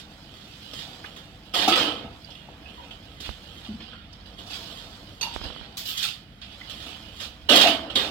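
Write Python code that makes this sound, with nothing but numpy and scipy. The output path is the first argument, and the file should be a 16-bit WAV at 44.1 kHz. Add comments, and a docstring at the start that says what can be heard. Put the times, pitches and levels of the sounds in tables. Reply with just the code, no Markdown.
"""Dishes and cutlery are shifted at a sink across a tiled kitchen: they scrape, jingle, knock and crash into a rack.
Random contacts make the clatter; ringing tones make the knocked dishes, a cup set down and shaken cutlery.
A hand-held phone hears them through the room with two unlike ports, over filtered noise for the kitchen's hum.
The gripping hand rumbles in the phone's case, and fingers tick and thump on it near the right port."""
import sys
import numpy as np
from scipy import signal
from scipy.fft import rfft, irfft, next_fast_len
from scipy.io import wavfile
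from scipy.ndimage import uniform_filter1d

SR = 44100
rng = np.random.default_rng(int(sys.argv[2]) if len(sys.argv) > 2 else 0)


def to_wav(s):
    """Save 16-bit WAV."""
    ch = np.atleast_2d(s).T  # columns
    pcm = np.round(np.clip(ch, -1, 1) * 32767)  # PCM
    wavfile.write(sys.argv[1], SR, pcm.astype(np.int16))


def natural_amplitude(level_db):
    """Convert a level in decibels to a linear amplitude factor, elementwise."""
    exponent = np.asarray(level_db, float) / 20
    return 10 ** exponent


N = 357210
SIZE = next_fast_len(N + SR)  # room for one second of echo
HZ = np.fft.rfftfreq(SIZE, 1 / SR) + 1e-3  # kept above zero for logarithms
T = np.arange(N) / SR
LEFT_LEAD_S = 0.0001  # sound reaches the left port this much earlier

# All levels of sources are set ahead of the room and the ports.
# hands stir the pile throughout: [t/s, clatter level/dB, hollow body level/dB]
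STIR = [(0.0, -57, -53.5), (0.6, -49, -57), (0.94, -47.5, -49), (1.37, -56, -56.5), (1.51, -56, -54),
        (2.08, -56.5, -59), (2.24, -53.5, -60.5), (2.55, -56.5, -50), (2.88, -52.5, -52),
        (3.05, -55, -55.5), (3.62, -49, -51.5), (4.05, -74, -60.5), (4.538, -98, -47.5), (5.15, -64, -52.5),
        (5.598, -74, -51), (6.3, -64, -62), (6.87, -41, -48), (7.13, -57, -54), (7.469, -58.5, -56),
        (7.9, -63, -46), (8.1, -103, -63)]
# dishes slid along each other swell and fade:
# [peak t/s, peak level/dB, rise over 20 dB/s, fall over 20 dB/s, jingle re peak/dB]
SLIDES = [(0.0, -36.5, .1, 0.029, -5), (0.79, -38, 0.11, 0.16, -5.5), (2.32, -51.5, 0.093, 0.16, -10),
          (3.26, -40.5, 0.068, 0.13, -9), (3.82, -46, 0.43, 0.94, -45), (4.537, -42, 0.23, 1, -4),
          (5.9, -38.5, 0.072, 0.062, 4.5), (6.061, -30, 0.22, 0.092, -7.5), (6.874, -66, 0.96, 0.68, -23),
          (7.232, -45.5, 0.28, 0.11, -3)]
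# loads dropped into the rack:
# [t/s, level/dB, tumbling time/s, hollow body re level/dB, jingle re level/dB]
CRASHES = [(1.535, -24, 0.1, -7.5, -7.5), (1.75, -17.5, 0.01, -6.5, -12), (5.209, -40.5, 0.43, -27, -12),
           (5.768, -45.5, 0.4, -35, -3), (6.414, -47.5, 1, -28, -31), (7.487, -17, 0.12, -5, -7),
           (7.95, -23, 0.01, -5.5, -8)]
# sudden blows in the pile: [t/s, level/dB, hollow body re level/dB, jingle re level/dB]
BLOWS = [(0.73, -43.5, 0.5, 2), (1.16, -43.5, -3, -3.5), (1.676, -20.5, -1.5, -2.5), (1.717, -15, -12, -27),
         (1.775, -40, -19, -38), (3.2, -44, -1, 5), (3.643, -39.5, -29, -27), (3.8, -36, -12, -41),
         (4.255, -46, -26, -10), (4.3833, -43.5, 1, -6), (5.336, -40.5, -10, -3), (5.434, -32.5, -4, -18),
         (5.768, -35.5, -27, 5.5), (5.852, -46, -23, 13), (5.97, -31.5, -34, 3.5),
         (6.025, -38.5, -29, 13.5), (6.047, -49, -27, 1), (6.413, -35.5, -32, -24), (6.693, -38, -20, -3),
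         (7.2048, -36.5, -2, -0.5), (7.555, -19, -4, 2), (7.608, -14.5, -18, -5.5),
         (7.668, -15.5, -15, -11), (7.896, -31.5, -20, -18.5)]
# colour of the steel clatter: [f/Hz, gain/dB]
CLATTER_COLOUR = [(1700, -9.5), (2400, -5.5), (2750, 0), (3050, 4.5), (3650, -0.5), (4000, -7.5),
                  (4950, -12), (5500, -20.5), (6500, -31.5)]
# colour of the jingle: [f/Hz, gain/dB]
JINGLE_COLOUR = [(3530, 27), (6000, 4), (7460, 0), (9820, -10.5), (11500, -4), (12500, -7.5), (15200, -9),
                 (16000, -5)]
# resonances of the hollow basin: [f/Hz, width/Hz, gain/dB]
BASIN = [(214, 15, -7), (296.4, 26, -0.5), (491, 12.6, -4), (669, 12, -9), (744, 160, -8),
         (1277, 2.3, -4.5)]
# big dishes sound low, cutlery high: [t/s, lift of upper over lower clatter/dB]
TILT = [(0.8, 6), (1.8, 0), (2.7, -8.5), (3.9, 8), (5.3, 4.5), (5.9, 6), (6.9, -0.5), (7.65, -0.5),
        (8.0, 3)]
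# likeness of room sound at the two ports: [f/Hz, likeness from 0 to 1]
ALIKE = [(60, 1), (130, 0.99), (290, 0.93), (640, 0.64), (1400, 0.23), (3000, 0.09)]
# colour of the hum of the house: [f/Hz, relative level/dB]
KITCHEN_COLOUR = [(18, -49), (30, 5.5), (55, 1.5), (204, 4.5), (345, -11), (569, -19.5), (666, -9),
                  (1160, -31), (1320, -14), (2480, -16), (3310, -34), (4910, -26), (6720, -38),
                  (11700, -41), (16000, -38)]
# grip rumble: [t/s, level/dB before each port's share]
GRIP = [(0.0, -56), (0.59, -62), (2.12, -48), (2.23, -56), (3.2, -50.5), (5.32, -52.5), (5.91, -58),
        (7.74, -46.5), (8.1, -48)]
# fingers on the case: [t/s, tick level/dB before a common lift and each port's share, thump level/dB]
# the thump is given relative to the unlifted tick
TICKS = [(3.292, -12.5, -16), (5.3627, -9, -22.5), (5.415, -17, -16.5), (5.456, -20, -11),
         (5.503, -18.5, -19), (5.563, -19.5, -35), (5.613, -22.5, -15)]
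# single dishes knocked: [t/s, peak level/dB, f/Hz, time for the rocking to fall by 60 dB/s]
KNOCKS = [(0.764, -36, 192, 0.15), (1.041, -23, 1440, 0.01), (1.051, -33, 2370, 0.029),
          (1.556, -22, 722, 0.65), (1.56, -23.5, 864, 0.73), (1.675, -11, 768, 0.31),
          (1.681, -15.5, 1278, 0.6), (1.707, -20.5, 334, 0.31), (2.03, -24.5, 163, 0.058),
          (2.244, -33.5, 4700, 0.026), (2.285, -36, 750, 0.068), (2.304, -34, 5000, 0.039),
          (2.351, -33, 2810, 0.23), (2.35, -31.5, 3480, 0.05), (2.484, -34.5, 780, 0.074),
          (2.655, -34.5, 2650, 0.13), (2.775, -33.5, 953, 0.26), (2.907, -27, 3070, 0.068),
          (3.683, -26.5, 211.4, 0.55), (3.926, -36, 1430, 0.26), (4.128, -38, 5220, 0.029),
          (5.973, -31, 3570, 0.22), (6.026, -21, 3560, 0.26), (6.045, -28, 1364, 0.095),
          (6.61, -28.5, 2080, 0.093), (7.499, -22, 324, 0.12), (7.505, -16.5, 581, 0.53),
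          (7.635, -12, 681, 0.39), (7.57, -16.5, 633, 0.09), (7.956, -5.5, 3670, 0.084)]
# the cup set down: [t/s, level/dB]
CUP_TAPS = [(5.21, -23), (5.227, -24)]
# tones of the cup: [f/Hz, level re tap/dB, time for the rocking to fall by 60 dB/s]
CUP_TONES = [(946, -7.5, 0.42), (2800, 6.5, 0.06), (3500, -10, 0.071), (3700, -3, 0.064), (4520, 2.5, 0.14),
             (6080, -0.5, 0.038), (7580, -14.5, 0.045), (10200, -17, .08), (11570, -16, .1),
             (13000, -20, .06), (13850, -22, .08)]
# cutlery shaken: [t/s, level/dB]
SHAKE = [(5.771, -36), (5.81, -44), (5.83, -57), (5.9, -36.5), (5.96, -55), (6.04, -36.5), (6.08, -61),
         (6.2, -92)]
# tones of spoons and forks: [f/Hz]
CUTLERY_HZ = [7370, 11900, 13400, 14600]
# difference between the ports: [f/Hz, left minus right/dB]
PORTS = [(60, 4), (110, 2.5), (200, -0.5), (380, 0.5), (700, -2), (1290, -1), (2380, -11), (4400, -16.5),
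         (8120, 7.5), (15000, 20.5)]


def over_hz(table):
    """Spread a table of (frequency, value) over every frequency of the spectrum."""
    hz, value = np.transpose(table)
    return np.interp(np.log(HZ), np.log(hz), value)


def shape(x, gain):
    """Filter by a gain for each frequency."""
    return irfft(rfft(x, SIZE) * gain, SIZE)[..., :N]


def unit(x):
    """Scale to an rms of 1."""
    return x / np.sqrt(np.mean(x ** 2))


def band(low_hz, high_hz):
    """Gain of a band with steep flanks."""
    return 1 / np.sqrt((1 + (low_hz / HZ) ** 8) * (1 + (HZ / high_hz) ** 8))


def ring(x, hz, t60):
    """One ringing tone, set off by x, that falls by 60 dB in t60 seconds."""
    pole = np.exp(2j * np.pi * hz / SR - np.log(1000) / (t60 * SR))
    return signal.lfilter([1], [1, -pole], x).imag


def clicks(rate, spread_db):
    """Random contacts of unequal strength, on average rate per second."""
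    happens = rng.random(N) < rate / SR
    strength = natural_amplitude(spread_db * rng.uniform(-0.062, 1, N))
    return happens * strength * rng.choice([-1, 1], N)


def taps(rows):
    """Single clicks at rows of (time, level)."""
    x = np.zeros(N)
    for s, db in rows:
        x[int(s * SR)] += natural_amplitude(db)
    return x


def ports_mix(mid, side):
    """Spectra at both ports, as alike in each band as room sound is; the left port hears it first."""
    alike = np.clip(over_hz(ALIKE), 0, 1)
    common = mid * np.sqrt(1 + alike)
    apart = side * np.sqrt(1 - alike)
    delay = np.exp(-2j * np.pi * HZ * LEFT_LEAD_S)
    return np.array([common + apart, (common - apart) * delay]) / np.sqrt(2)


def pair():
    """Steady noise at both ports."""
    return irfft(ports_mix(*rfft(rng.standard_normal((2, N)), SIZE)), SIZE)[:, :N]


def handling(unrest):
    """Strength of clatter, body and jingle: stirring and slides, made uneven by unrest, plus crashes, in power."""
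    s, stir_db, body_db = np.transpose(STIR)
    stir_db = np.interp(T, s, stir_db)
    body_db = np.interp(T, s, body_db)
    power = natural_amplitude(np.array([stir_db, body_db, stir_db - 5.5])) ** 2
    for peak, peak_db, rise, fall, jingle_db in SLIDES:
        db = peak_db - 20 * np.maximum((peak - T) / rise, (T - peak) / fall)
        power += natural_amplitude(db + np.array([[0], [-36], [jingle_db]])) ** 2
    power = power * unrest ** 2
    for start, level_db, tumble, body_db, jingle_db in CRASHES:
        age = np.maximum(T - start, 0)
        settle = np.maximum(age - tumble, 0)
        attack = np.clip(age / 0.0067, 10. ** -6, 1)
        # a slow fall from the start, and a fast one on top of it once the tumbling ends (dB per s)
        db = level_db + 20 * np.log10(attack) - 10 * age - 104 * settle
        body = db + body_db + 43.5 * settle  # the body lingers
        jingle = db + jingle_db - 38 * age  # the jingle dulls sooner
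        power += natural_amplitude(np.array([db, body, jingle])) ** 2
    return np.sqrt(power)


def clatter():
    """Dense contacts scrape and ring many small tones; handling and blows set their strength."""
    # stray pieces knock together and die away: clearest in the clatter, less in the jingle
    fade = natural_amplitude(-60 / (.2 * SR))
    flash = signal.lfilter([1], [1, -fade], np.abs(clicks(rate=40.0, spread_db=-26.5)))
    unrest = np.array([np.hypot(.85, 0.96 * flash), np.ones(N), np.hypot(.8, 0.69 * flash)])
    force, deep, sharp = handling(unrest)
    attack_s, t60_s = 0.0042, 0.19
    for start, level_db, body_db, jingle_db in BLOWS:
        age = np.maximum(T - start, 0)
        blow = np.minimum(age / attack_s, 1) * natural_amplitude(level_db - 60 * age / t60_s)
        force = np.hypot(force, blow)
        deep = np.hypot(deep, blow * natural_amplitude(body_db))
        sharp = np.hypot(sharp, blow * natural_amplitude(jingle_db))
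    scrape = unit(clicks(rate=3000., spread_db=9.0))
    small_hz = rng.uniform(4165, 15700, size=24)
    small = unit(sum(ring(clicks(rate=46.0, spread_db=-16.0), hz, 0.0037) for hz in small_hz))
    steel = scrape + 0.47 * small
    hollow = sum(natural_amplitude(db) / np.abs(1 + 2j * (HZ - hz) / width) for hz, width, db in BASIN)
    body = shape(scrape, band(191, 1470) * (natural_amplitude(-16.0) + hollow))
    middle = shape(steel, band(1210, 7800) * natural_amplitude(over_hz(CLATTER_COLOUR)))
    # the balance also wavers as other pieces come into touch
    waver = unit(shape(rng.standard_normal(N), 1 / (1 + (HZ / 6.6) ** 2)))
    # half the lift raises the upper part, the other half lowers the lower part
    tilt = natural_amplitude((np.interp(T, *np.transpose(TILT)) + 3.0 * waver) / 2)
    lower = shape(middle, band(1770, 3250))
    middle = lower / tilt + (middle - lower) * tilt
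    jingle = shape(steel, band(5740, 19600) * natural_amplitude(over_hz(JINGLE_COLOUR)))
    return force * unit(middle) + deep * unit(body) + sharp * unit(jingle)


def room(x, count=8):
    """First arrivals, dense reflections off tiles and cupboards, a longer tail; paths change as the dishes move."""
    # direct, early and late sound: (time to fall by 60 dB/s, energy re early/dB)
    parts = [(0.015, 2.5), (0.027, 0), (0.26, -1.5)]
    fade = np.sqrt(sum(natural_amplitude(db - 60 * T[:SR] / t60) ** 2 / t60 for t60, db in parts))
    turn = T / .05  # the next set of paths every 0.05 s, over and over
    heard = 0
    for place in range(count):
        near = np.abs((turn - place) % count - 1)
        share = np.cos(np.pi / 2 * np.minimum(near, 1))
        paths = rfft(rng.standard_normal((2, SR)) * fade, SIZE)
        # the broad colour of each set of paths is evened out
        paths /= np.sqrt(uniform_filter1d(np.abs(paths) ** 2, size=900, axis=1))
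        # nothing arrives before the first
        paths = rfft(irfft(paths, SIZE)[:, :SR], SIZE)
        heard = heard + rfft(x * share, SIZE) * ports_mix(*paths)
    return irfft(heard, SIZE)[:, :N]


def kitchen():
    """Steady hum and hiss of the house: noise coloured by a filter."""
    return natural_amplitude(-50.5) * unit(shape(pair(), natural_amplitude(over_hz(KITCHEN_COLOUR))))


def hand():
    """Grip rumble in the low tones of the case; finger ticks, each with a thump, mostly on the right."""
    case = sum(1 / np.abs(1 + 2j * (HZ - hz) / 14) for hz in (47, 70, 103))
    rumble = unit(shape(pair(), band(42, 96) * case)) * natural_amplitude(np.interp(T, *np.transpose(GRIP)))
    ticks = ring(taps([(s, db + 2.0) for s, db, _ in TICKS]), 830, 0.0014)
    ticks = signal.sosfilt(signal.butter(4, 3000, fs=SR, output="sos"), ticks)  # less treble
    thumps = ring(taps([(s, db + low_db) for s, db, low_db in TICKS]), 67, 0.098)
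    # shares in dB of the left and right port
    rumble = rumble * natural_amplitude(np.array([[-2.5], [1.5]]))
    return rumble + (ticks + thumps) * natural_amplitude(np.array([[-18.], [6.]]))


def strike(s, peak_db, hz, t60, spread, chatter):
    """A contact swells, chatters for a moment and rings a tone with weaker neighbours; the dish rocks on roughly."""
    age = T[:SR // 2]
    swell = np.minimum(age / chatter, 1)
    rocking = 0.078 * natural_amplitude(-60 * age / t60)
    push = rng.standard_normal(len(age)) * swell * (natural_amplitude(-30 * age / chatter) + rocking)
    steps = np.arange(-2, 3) + rng.uniform(-.3, 0.31, size=5)
    # each tone by itself dies in half the time of the rocking
    sound = sum(ring(push, hz * (1 + spread * step), t60 / 2) / (1 + step ** 2) for step in steps)
    start, out = int(s * SR), np.zeros(N + len(age))
    out[start:start + len(age)] = sound * natural_amplitude(peak_db) / np.abs(sound).max()
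    return out[:N]


def knocks():
    """Each knock rings a cluster of tones of one dish; big low things are met more softly and ring less purely."""
    return sum(strike(s, db, hz, t60, spread=0.014 + (45 / hz) ** 2, chatter=0.0052 + 4 / hz)
               for s, db, hz, t60 in KNOCKS)


def cup():
    """A cup set down with two quick taps rings all its tones at each."""
    return sum(strike(s, tap_db + db, hz, t60, spread=35 / hz, chatter=0.0058)
               for s, tap_db in CUP_TAPS for hz, db, t60 in CUP_TONES)


def shake():
    """Spoons and forks clink in their high tones and set a wire of the rack singing."""
    s, db = np.transpose(SHAKE)
    contacts = clicks(rate=1400.0, spread_db=24.0)
    clink = unit(sum(ring(contacts, hz, 0.0064) for hz in CUTLERY_HZ))
    wire = unit(ring(contacts, 3550, 0.054))
    return natural_amplitude(np.interp(T, s, db, left=-120, right=-120)) * (clink + natural_amplitude(-1.0) * wire)


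def scene():
    """Far sounds pass the two ports, each with its own share per band; the hand acts on the case."""
    ratio = natural_amplitude(over_hz(PORTS))
    ports = np.array([2 * ratio, 2 + 0 * ratio]) / (1 + ratio)
    struck = knocks() + cup()
    # part of each single strike also reaches the ports straight, without echo
    straight = 0.38 * np.array([struck, np.roll(struck, int(LEFT_LEAD_S * SR))])
    echoing = room(clatter() + 0.77 * struck + shake())
    return shape(echoing + straight + kitchen(), ports) + hand()


def roll_off(x):
    """The treble ends steeply here."""
    return signal.sosfilt(signal.butter(12, 16650, fs=SR, output="sos"), x)


def record(dry):
    """The phone rounds the loudest peaks and cuts the deepest bass and the very top."""
    ceiling = 1.2
    rounded = ceiling * np.tanh(dry / ceiling)
    mix = shape(rounded, band(33, 22000) * (HZ < 15960))
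    return roll_off(mix)


dry = scene()
out = record(dry)
to_wav(out)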